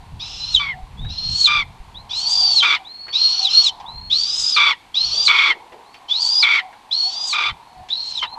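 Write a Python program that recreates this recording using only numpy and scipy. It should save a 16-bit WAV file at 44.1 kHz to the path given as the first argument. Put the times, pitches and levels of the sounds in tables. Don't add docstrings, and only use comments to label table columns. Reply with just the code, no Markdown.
import sys
import numpy as np
from scipy import signal
from scipy.fft import rfft, irfft, next_fast_len
from scipy.io import wavfile
from scipy.ndimage import uniform_filter1d, minimum_filter1d

SR = 44100
rng = np.random.default_rng(int(sys.argv[2]) if len(sys.argv) > 2 else 0)


def int16_out(signal):
    q = np.round(np.clip(np.atleast_2d(signal).T, -1, 1) * 32767)
    wavfile.write(sys.argv[1], SR, q.astype(np.int16))


N = 369539
TIME = np.arange(N) / SR


def chicks():
    # (start [s], end [s], scoop [s], early pitch [Hz], late pitch [Hz], fall [s],
    # hang at the bottom [s], onset [dB], held [dB], closing [dB], squeak [dB], early breath [dB],
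    # late breath [dB], sharp edge [dB], its growth [dB], roughness [0-1])
    whistles = [(0.195, 0.597, .016, 3940, 4310, 0.052, .025, -29, -53, -29, -9.5, -33.5, -32.5, -39, 20, 0.46),
                (1.087, 1.481, .014, 4094, 4430, 0.051, 0.00087, -32.5, -24, -19, -9, -40, -29.5, -32.5, 40, 0.65),
                (2.094, 2.635, 0.13, 5433, 4413, 0.046, .028, -30.5, -16.5, -15.5, -10, -32.5, -25.5, -32.5, 9.5, 0.65),
                (3.126, 3.492, .029, 4220, 4384, .075, 0.0054, -20.5, -17, -24, -16, -27.5, -27.5, -44, 10, 0.61),
                (3.488, 3.699, .005, 4030, 4590, 0.067, 0.0067, -23.5, -10.5, -21, -12, -24, -23, -28, 11, 0.43),
                (4.1, 4.586, 0.07, 5127, 4985, 0.062, 0.00067, -16, -24.5, -19.5, -12.5, -29.5, -28, -36.5, -2.5, 0.69),
                (4.943, 5.295, .025, 4060, 4840, .045, 0.0041, -17.5, -23.5, -20.5, -11, -29.5, -24.5, -37, 11.5, .55),
                (6.084, 6.45, 0.11, 4842, 5140, 0.049, 0.0017, -26, -17, -20, -13, -35, -30, -34, 6, 0.72),
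                (6.911, 7.35, 0.01, 4140, 5035, 0.077, 0, -15.5, -26.5, -28, -22, -35, -32.5, -37.5, 4.5, .55),
                (7.893, 8.224, .025, 4135, 4264, 0.084, 0.016, -22, -28, -31.5, -20, -48, -35.5, -43.5, 23, 0.87)]
    # (start [s], end [s], second partial [Hz], its sag [Hz/s], its level [dB],
    # fundamental [dB], upper partials [dB], fade of all but the second [dB/s], roughness [0-1])
    rasps = [(0.597, 0.744, 2352, 1746, -23, -26, -23.5, 124, 0.37),
             (1.474, 1.633, 2380, 100, -15.5, -22, -19, 18.5, 0.38),
             (2.627, 2.777, 2342, 98.6, -17.5, -25, -16.5, 17, 0.79),
             (4.564, 4.738, 2377, 737, -14.5, -21, -15.5, 8.5, 0.55),
             (5.279, 5.535, 2253, 196, -13, -24, -17, 6, 0.78),
             (6.428, 6.61, 2322, 400, -12.5, -33, -20.5, -6, 0.7),
             (7.33, 7.515, 2400, 100, -21, -24.5, -23.5, 3, 1),
             (8.226, 8.261, 2128, 100, -24, -21, -18.5, 5, 0.6)]
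    # (start [s], end [s], early pitch [Hz], late pitch [Hz], first level [dB], last level [dB])
    peeps = [(0.98, 1.105, 3720, 3920, -32, -34), (1.952, 2.1, 4290, 4050, -26, -66),
             (2.848, 3.25, 4190, 4575, -34.5, -27), (3.857, 4.099, 4090, 4330, -33, -33.5),
             (5.837, 5.979, 4370, 4530, -56.5, -47.5), (7.148, 7.241, 4040, 3470, -38, -35),
             (7.595, 7.81, 4300, 4390, -59, -56.5), (8.256, 8.349, 4310, 4200, -40.5, -27)]
    out = np.zeros(N)
    for voice, calls in ((whistle, whistles), (rasp, rasps), (peep, peeps)):
        for row in calls:
            add(out, *voice(row))
    return out


def whistle(row, jitter=.025, wobble=.012, drift=.008, flutter_hz=1220, throb_db=2, swell_db=5.5):
    # (frequency [Hz], gain [dB])
    throat = [(1500, -36.5), (2400, -4), (3000, -4), (3700, 2.5), (5600, 0), (6600, -5), (8400, -18),
              (9000, -18.5), (13000, -40)]
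    # (frequency [Hz], level [dB])
    hiss = [(200, -18), (700, -21.5), (1200, -17), (1900, -22), (2400, -9.5), (2900, -1), (3600, 4.5),
            (4500, -0.5), (5800, 1.5), (6600, -26.5), (8000, -34), (12000, -46.5)]
    # (frequency [Hz], level [dB])
    edge = [(4500, -19.5), (6400, 6.5), (7300, 3), (8400, -4), (9500, -25.5), (11000, -20), (12800, -34),
            (14000, -49.5)]
    t, gate, hz, db, air_db, sharp_db, rough = arch(row)
    n = len(t)
    unsteady = jitter * waver(490, n) + wobble * waver(45, n) + drift * waver(12, n)
    phase = cycle(hz * (1 + rough * unsteady))
    tone = smeared(phase, .55 * rough, 110) * undb(db + .57 + throb_db * waver(42, n))
    flutter_wander = .1726 * waver(450, n) + .1 * waver(30, n)
    flutter = cycle(flutter_hz * (1 + np.sqrt(rough) * flutter_wander))
    sides = undb(-4) * unit(np.sin(flutter) * np.sin(phase)) + undb(-14) * np.sin(phase + 2 * flutter)
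    falling = uniform_filter1d(np.clip(-np.gradient(np.log(hz)) * SR / 2, 0, 1), size=512)
    fifth = undb(-7) * falling * np.sin(1.5 * phase)
    octave = undb(db + glide(-26, -16, falling)) * smeared(2 * phase, rough, 160)
    overtones = colour((sides + fifth) * undb(air_db) + octave, throat)
    low_voice = np.sin(flutter) * undb(air_db - 20)
    air = noise(hiss, n) * undb(air_db - 5)
    air += noise(edge, n) * undb(sharp_db - 2 + 2 * waver(70, n) + swell_db * waver(4.8, n))
    return t[0], gate * (tone + overtones + low_voice + air)


def arch(row, onset_hz=3180, break_hz=3073, attack_s=.019, attack_db=12, release_db=9):
    # (middle [s], length [s], pitch shift [Hz],
    # level change [dB], sharp edge change [dB], roughness change [-])
    catches = [(.43, 0.15, -91.5, 14, 3, -0.018), (1.22, 0.13, -0.5, -2.5, -10, -0.22),
               (2.558, 0.045, -170, -3, 3.5, -0.22), (2.598, .02, 420, 0, 0, 0),
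               (3.33, 0.076, 30, -0.5, 4.5, 0.14), (4.244, 0.093, -230, 0.5, -2, 0.0063),
               (4.381, 0.054, 124, -2, 0.5, .1), (4.451, .05, -110, 2.5, -4, 0.022),
               (5.054, .03, 134.5, -1, 2, 0.25), (5.108, 0.043, -170, 0.5, -1, .3),
               (5.197, 0.073, 92.5, 3.5, 1, -0.36), (6.12, 0.08, -200, 3, -3.5, -0.033),
               (6.215, 0.039, 280.5, -2, 3.5, 0.28), (6.283, 0.064, -140, -2, -0.5, 0.044),
               (6.38, 0.047, -110, 2.5, 1.5, -0.36), (7.061, 0.083, -70, 4.5, 1, -0.42),
               (7.123, .06, -80.5, -2, 9.5, 0.35), (7.2, .1, 110, 0, -3.5, -0.42)]
    (start, end, scoop_s, early_hz, late_hz, fall_s, hang_s, onset_db, held_db, closing_db, squeak_db,
     early_air_db, late_air_db, edge_db, growth_db, rough) = row
    t, progress, gate = span(start, end, .006)
    opened, fallen = start + attack_s, end - hang_s
    closing, squeak = fallen - .8 * fall_s, fallen - .42 * fall_s
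    fall = np.clip(1 - (fallen - t) / fall_s, 0, 1) ** 1.85
    risen_hz = scoop(onset_hz, glide(early_hz, late_hz, progress), t - start, scoop_s)
    hz = glide(risen_hz, break_hz, fall)
    slack_db = 47.5 * (1 - risen_hz / risen_hz.max())
    taper_db = np.interp(t, [start, opened], [attack_db, 0])
    taper_db += np.interp(t, [squeak, fallen], [0, release_db])
    stages = [opened, (opened + closing) / 2, closing, squeak]
    db = np.interp(t, stages, [onset_db, held_db, closing_db, squeak_db]) - taper_db
    for s, length, shift_hz, change_db, sharpen_db, fray in catches:
        catch = bump(t, s, length)
        hz, db = hz + shift_hz * catch, db + change_db * catch
        edge_db, rough = edge_db + sharpen_db * catch, rough + fray * catch
    air_db = glide(early_air_db, late_air_db, progress) - taper_db / 2
    sharp_db = edge_db - growth_db * (1 - progress) - slack_db - taper_db
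    return t, gate, hz, db, air_db, sharp_db, np.clip(rough, 0, 1)


def rasp(row, jitter=.027, wobble=.0183, shimmer_db=1.74,
         give_out_s=.043, give_out_hz=368, give_out_db=14.5):
    # (multiple of the fundamental [-], relative level [dB])
    upper_partials = [(3, -1.5), (4, -10), (5, -23)]
    # (frequency [Hz], level [dB])
    hoarse = [(150, -44), (380, -7), (650, -23.5), (1000, 2), (1350, 10.5), (1800, -3.5), (2600, 6),
              (3000, 0.5), (3600, 7.5), (4600, -6.5), (5500, -11), (8300, -24.5), (9500, -46.5),
              (13000, -46)]
    start, end, hz, sag_hz_per_s, second_db, first_db, upper_db, fade_db_per_s, rough = row
    t, _, gate = span(start, end, .008)
    n, age = len(t), t - start
    spent = np.clip(1 - (end - t) / give_out_s, 0, 1) ** 2
    second_hz = hz - sag_hz_per_s * age - give_out_hz * spent
    first_db, upper_db = first_db - fade_db_per_s * age, upper_db - fade_db_per_s * age
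    unsteady = jitter * waver(200, n) + wobble * waver(24, n)
    phase = cycle(second_hz / 2 * (1 + rough * unsteady))
    partials = [(1, first_db, .72), (2, second_db, .55)]
    partials += [(k, upper_db + db, 2.1) for k, db in upper_partials]
    voice = sum(undb(db - 2) * smeared(k * phase, scatter * rough, 160) for k, db, scatter in partials)
    air = np.sqrt(rough) * undb(upper_db - 4) * noise(hoarse, n)
    return t[0], gate * (voice + air) * undb(shimmer_db * rough * waver(60, n) - give_out_db * spent)


def peep(row, onset_hz=3340, scoop_s=.026, jitter=.0075):
    start, end, early_hz, late_hz, first_db, last_db = row
    t, progress, gate = span(start, end, .02)
    hz = scoop(onset_hz, glide(early_hz, late_hz, progress), t - start, scoop_s)
    phase = cycle(hz * (1 + jitter * waver(300, len(t))))
    tone = smeared(phase, scatter=.39, width_hz=50)
    return t[0], gate * tone * undb(glide(first_db, last_db, progress) - 5)


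def nest(light_db=-52, thump_s=.0061):
    # (middle [s], length [s], level [dB])
    shifts = [(0.154, 0.1, -32), (.54, 0.24, -41), (0.77, 0.14, -39), (1.05, 0.15, -24.5), (1.3, .14, -30),
              (1.587, 0.23, -36.5), (1.98, 0.19, -41.5), (3.66, 0.051, -59), (4.015, .26, -39.5),
              (4.413, 0.085, -45.5), (5.076, 0.15, -43.5), (7.514, 0.073, -36.5), (7.804, 0.068, -44)]
    # (time [s], level [dB])
    stirring = [(0, -41), (1.7, -44.5), (2.2, -50), (2.6, -49), (2.9, -60.5), (3.3, -55.5), (4.3, -53),
                (4.7, -61), (5.2, -53), (5.6, -64.5), (6.6, -65), (7.3, -63), (8.38, -55.5)]
    # (frequency [Hz], level [dB])
    heap = [(12, -30.5), (20, 1.5), (53, 2.5), (141, -4.5), (201, -13), (365, -36.5), (433, -31.5),
            (600, -40), (780, -80), (1320, -120)]
    # (time [s], level [dB], pitch [Hz])
    thumps = [(0.136, -24.5, 47), (0.55, -27, 54.8), (0.83, -23.5, 35.0), (1.008, -37, 32.6),
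              (1.067, -36, 90.5), (1.098, -33, 32.3), (1.293, -22.5, 66.7), (1.324, -25, 57.3),
              (1.8, -26, 32.7), (3.963, -31.5, 71.2)]
    shifting = sum(undb(db) * bump(TIME, s, length) for s, length, db in shifts)
    movement = np.hypot(shifting, envelope(stirring))
    rumble = noise(list(heap) + [(2000, -92)])
    top_sticks = unit(colour(rumble, [(30, -13), (130, -3.5), (400, 9)]))
    heavy = movement / (movement + undb(light_db))
    out = glide(top_sticks, rumble, heavy) * movement * undb(-1)
    t = TIME[:SR // 5]
    thud = t / thump_s * np.exp(1 - t / thump_s)
    for s, db, hz in thumps:
        add(out, s, undb(db - 2) * thud * np.sin(2 * np.pi * hz * t))
    return out


def twigs(tick_s=.014, rustle_db=-18, rustle_s=.048, knock_s=.059, gain_db=-8):
    # (time [s], level [dB], centre [Hz])
    ticks = [(1.048, -34.5, 1700), (3.0674, -38, 1260), (3.0815, -27.5, 1960), (3.8, -34.5, 3100),
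             (5.7216, -35, 1980), (5.8094, -53, 1480), (5.9423, -32.5, 2690), (6.7275, -35.5, 1640),
             (7.7947, -46, 1790), (7.8874, -29, 3420)]
    # (time [s], level [dB], centre [Hz])
    knocks = [(3.53, -41, 436), (5.14, -34.5, 535), (5.18, -37, 565), (5.478, -32.5, 353),
              (5.555, -38, 413), (5.629, -48, 450), (5.72, -33.5, 420)]
    out, t = np.zeros(N), TIME[:SR // 3]
    tick_decay = np.exp(-t / tick_s) + undb(rustle_db) * np.exp(-t / rustle_s)
    for s, db, hz in ticks:
        wood = noise([(300, -14), (hz / 2, -8), (hz, 0), (2 * hz, -14), (12000, -45)], len(t))
        add(out, s, undb(db) * wood * tick_decay)
    for s, db, hz in knocks:
        wood = noise([(hz / 2, -20), (hz, 0), (2 * hz, -18), (8000, -50)], len(t))
        add(out, s, undb(db) * wood * np.exp(-t / knock_s))
    return out * undb(gain_db)


def wood_echo(x, near_db=-12, near_t60=.05, far_db=-33, far_t60=.4):
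    t, response = TIME[:SR], np.zeros(SR)
    for db, t60, first_s in ((near_db, near_t60, .002), (far_db, far_t60, .015)):
        scattered = noise([(300, 3), (2500, 3), (5000, 4.5), (12000, -17)], len(t))
        tail = scattered * undb(-60 * t / t60) * (t > first_s)
        response += undb(db) * tail / np.linalg.norm(tail)
    return x + signal.fftconvolve(x, response)[:N]


def far_traffic(patchy_db=3, band_spread=.094):
    # (time [s], level [dB])
    swell = [(0.0, -48), (1.4, -54), (2.4, -40), (3.01, -51.5), (3.85, -42.5), (4.2, -59.5), (4.95, -52),
             (5.25, -46), (5.93, -46.5), (6.46, -41), (6.86, -52), (7.21, -43.5), (8.03, -51), (8.38, -37)]
    # (centre [Hz], level [dB])
    bands = [(760, -3), (840, -6.5), (930, 0.5), (1040, -4.5)]
    tyres = np.zeros(N)
    for hz, db in bands:
        gain = undb(db + patchy_db * waver(2.1))
        tyres += gain * waver(band_spread * hz) * np.sin(2 * np.pi * hz * TIME)
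    return unit(tyres) * envelope(swell) * undb(1)


def far_hoots(jitter=.031):
    # (time [s], length [s], pitch [Hz], level [dB])
    hoots = [(0.69, 0.19, 752, -44), (2.27, 0.27, 769, -46.5), (2.768, 0.094, 750, -46),
             (3.36, 0.16, 771, -40), (6.584, .13, 743, -41.5), (7.022, 0.11, 762, -43),
             (7.686, 0.23, 744, -45.5), (8.287, 0.15, 775, -47)]
    out = np.zeros(N)
    for s, length, hz, db in hoots:
        n = int(length * SR)
        phase = cycle(hz * (1 + jitter * waver(110, n)))
        add(out, s, undb(db) * unit(np.hanning(n) * np.sin(phase)))
    return out


def still_air(level_db=-53):
    # (frequency [Hz], level [dB])
    air = [(25, -6.5), (100, -18.5), (250, 5), (600, -1), (1300, -1), (2200, 0), (3500, -3), (4400, -3),
           (5200, -11), (8000, -13.5), (12800, -19.5), (14000, -51)]
    return noise(air) * undb(level_db)


def undb(db):
    return 10 ** (np.asarray(db) / 20)


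def unit(x):
    return x / np.sqrt(np.mean(x ** 2))


def colour(x, points):
    hz, db = np.transpose(points)
    n = next_fast_len(len(x))
    f = np.maximum(np.fft.rfftfreq(n, 1 / SR), 1)
    gain = undb(np.interp(np.log(f), np.log(hz), db))
    return irfft(rfft(x, n) * gain, n)[:len(x)]


def noise(points, size=N):
    return unit(colour(rng.standard_normal(size), points))


def waver(rate_hz, size=N):
    sos = signal.butter(2, rate_hz, fs=SR, output="sos")
    return unit(signal.sosfilt(sos, rng.standard_normal(size)))


def smeared(phase, scatter, width_hz):
    chaos = 1 + scatter * (waver(width_hz, len(phase)) + 1j * waver(width_hz, len(phase)))
    return np.real(chaos * np.exp(1j * phase)) / np.sqrt(.5 + scatter ** 2)


def cycle(hz):
    return 2 * np.pi * np.cumsum(hz) / SR


def glide(first, last, progress):
    return first + (last - first) * progress


def scoop(onset_hz, held_hz, age_s, scoop_s):
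    return glide(held_hz, onset_hz, np.exp(-np.maximum(age_s, 0) / scoop_s))


def bump(t, middle_s, length_s):
    return np.exp(-(2 * (t - middle_s) / length_s) ** 2)


def envelope(points):
    return undb(np.interp(TIME, *np.transpose(points)))


def span(start_s, end_s, fade_s):
    start, end = start_s - fade_s / 2, end_s + fade_s / 2
    t = TIME[(TIME >= start) & (TIME < end)]
    gate = np.clip(np.minimum(t - start, end - t) / fade_s, 0, 1)
    return t, np.linspace(0, 1, len(t)), gate


def add(out, start_s, sound):
    i = max(int(start_s * SR), 0)
    out[i:i + len(sound)] += sound[:max(N - i, 0)]


def scene():
    close = wood_echo(chicks() + twigs()) + nest()
    return (close + far_traffic() + far_hoots() + still_air())[None]


def record(dry, ceiling=.94, top_hz=14500):
    gain = ceiling / np.maximum(np.abs(dry), ceiling)
    gain = uniform_filter1d(minimum_filter1d(gain, size=256), size=256)
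    lowpass = signal.ellip(8, .2, 80, top_hz, fs=SR, output="sos")
    return signal.sosfilt(lowpass, dry * gain)


dry = scene()
out = record(dry)
int16_out(out)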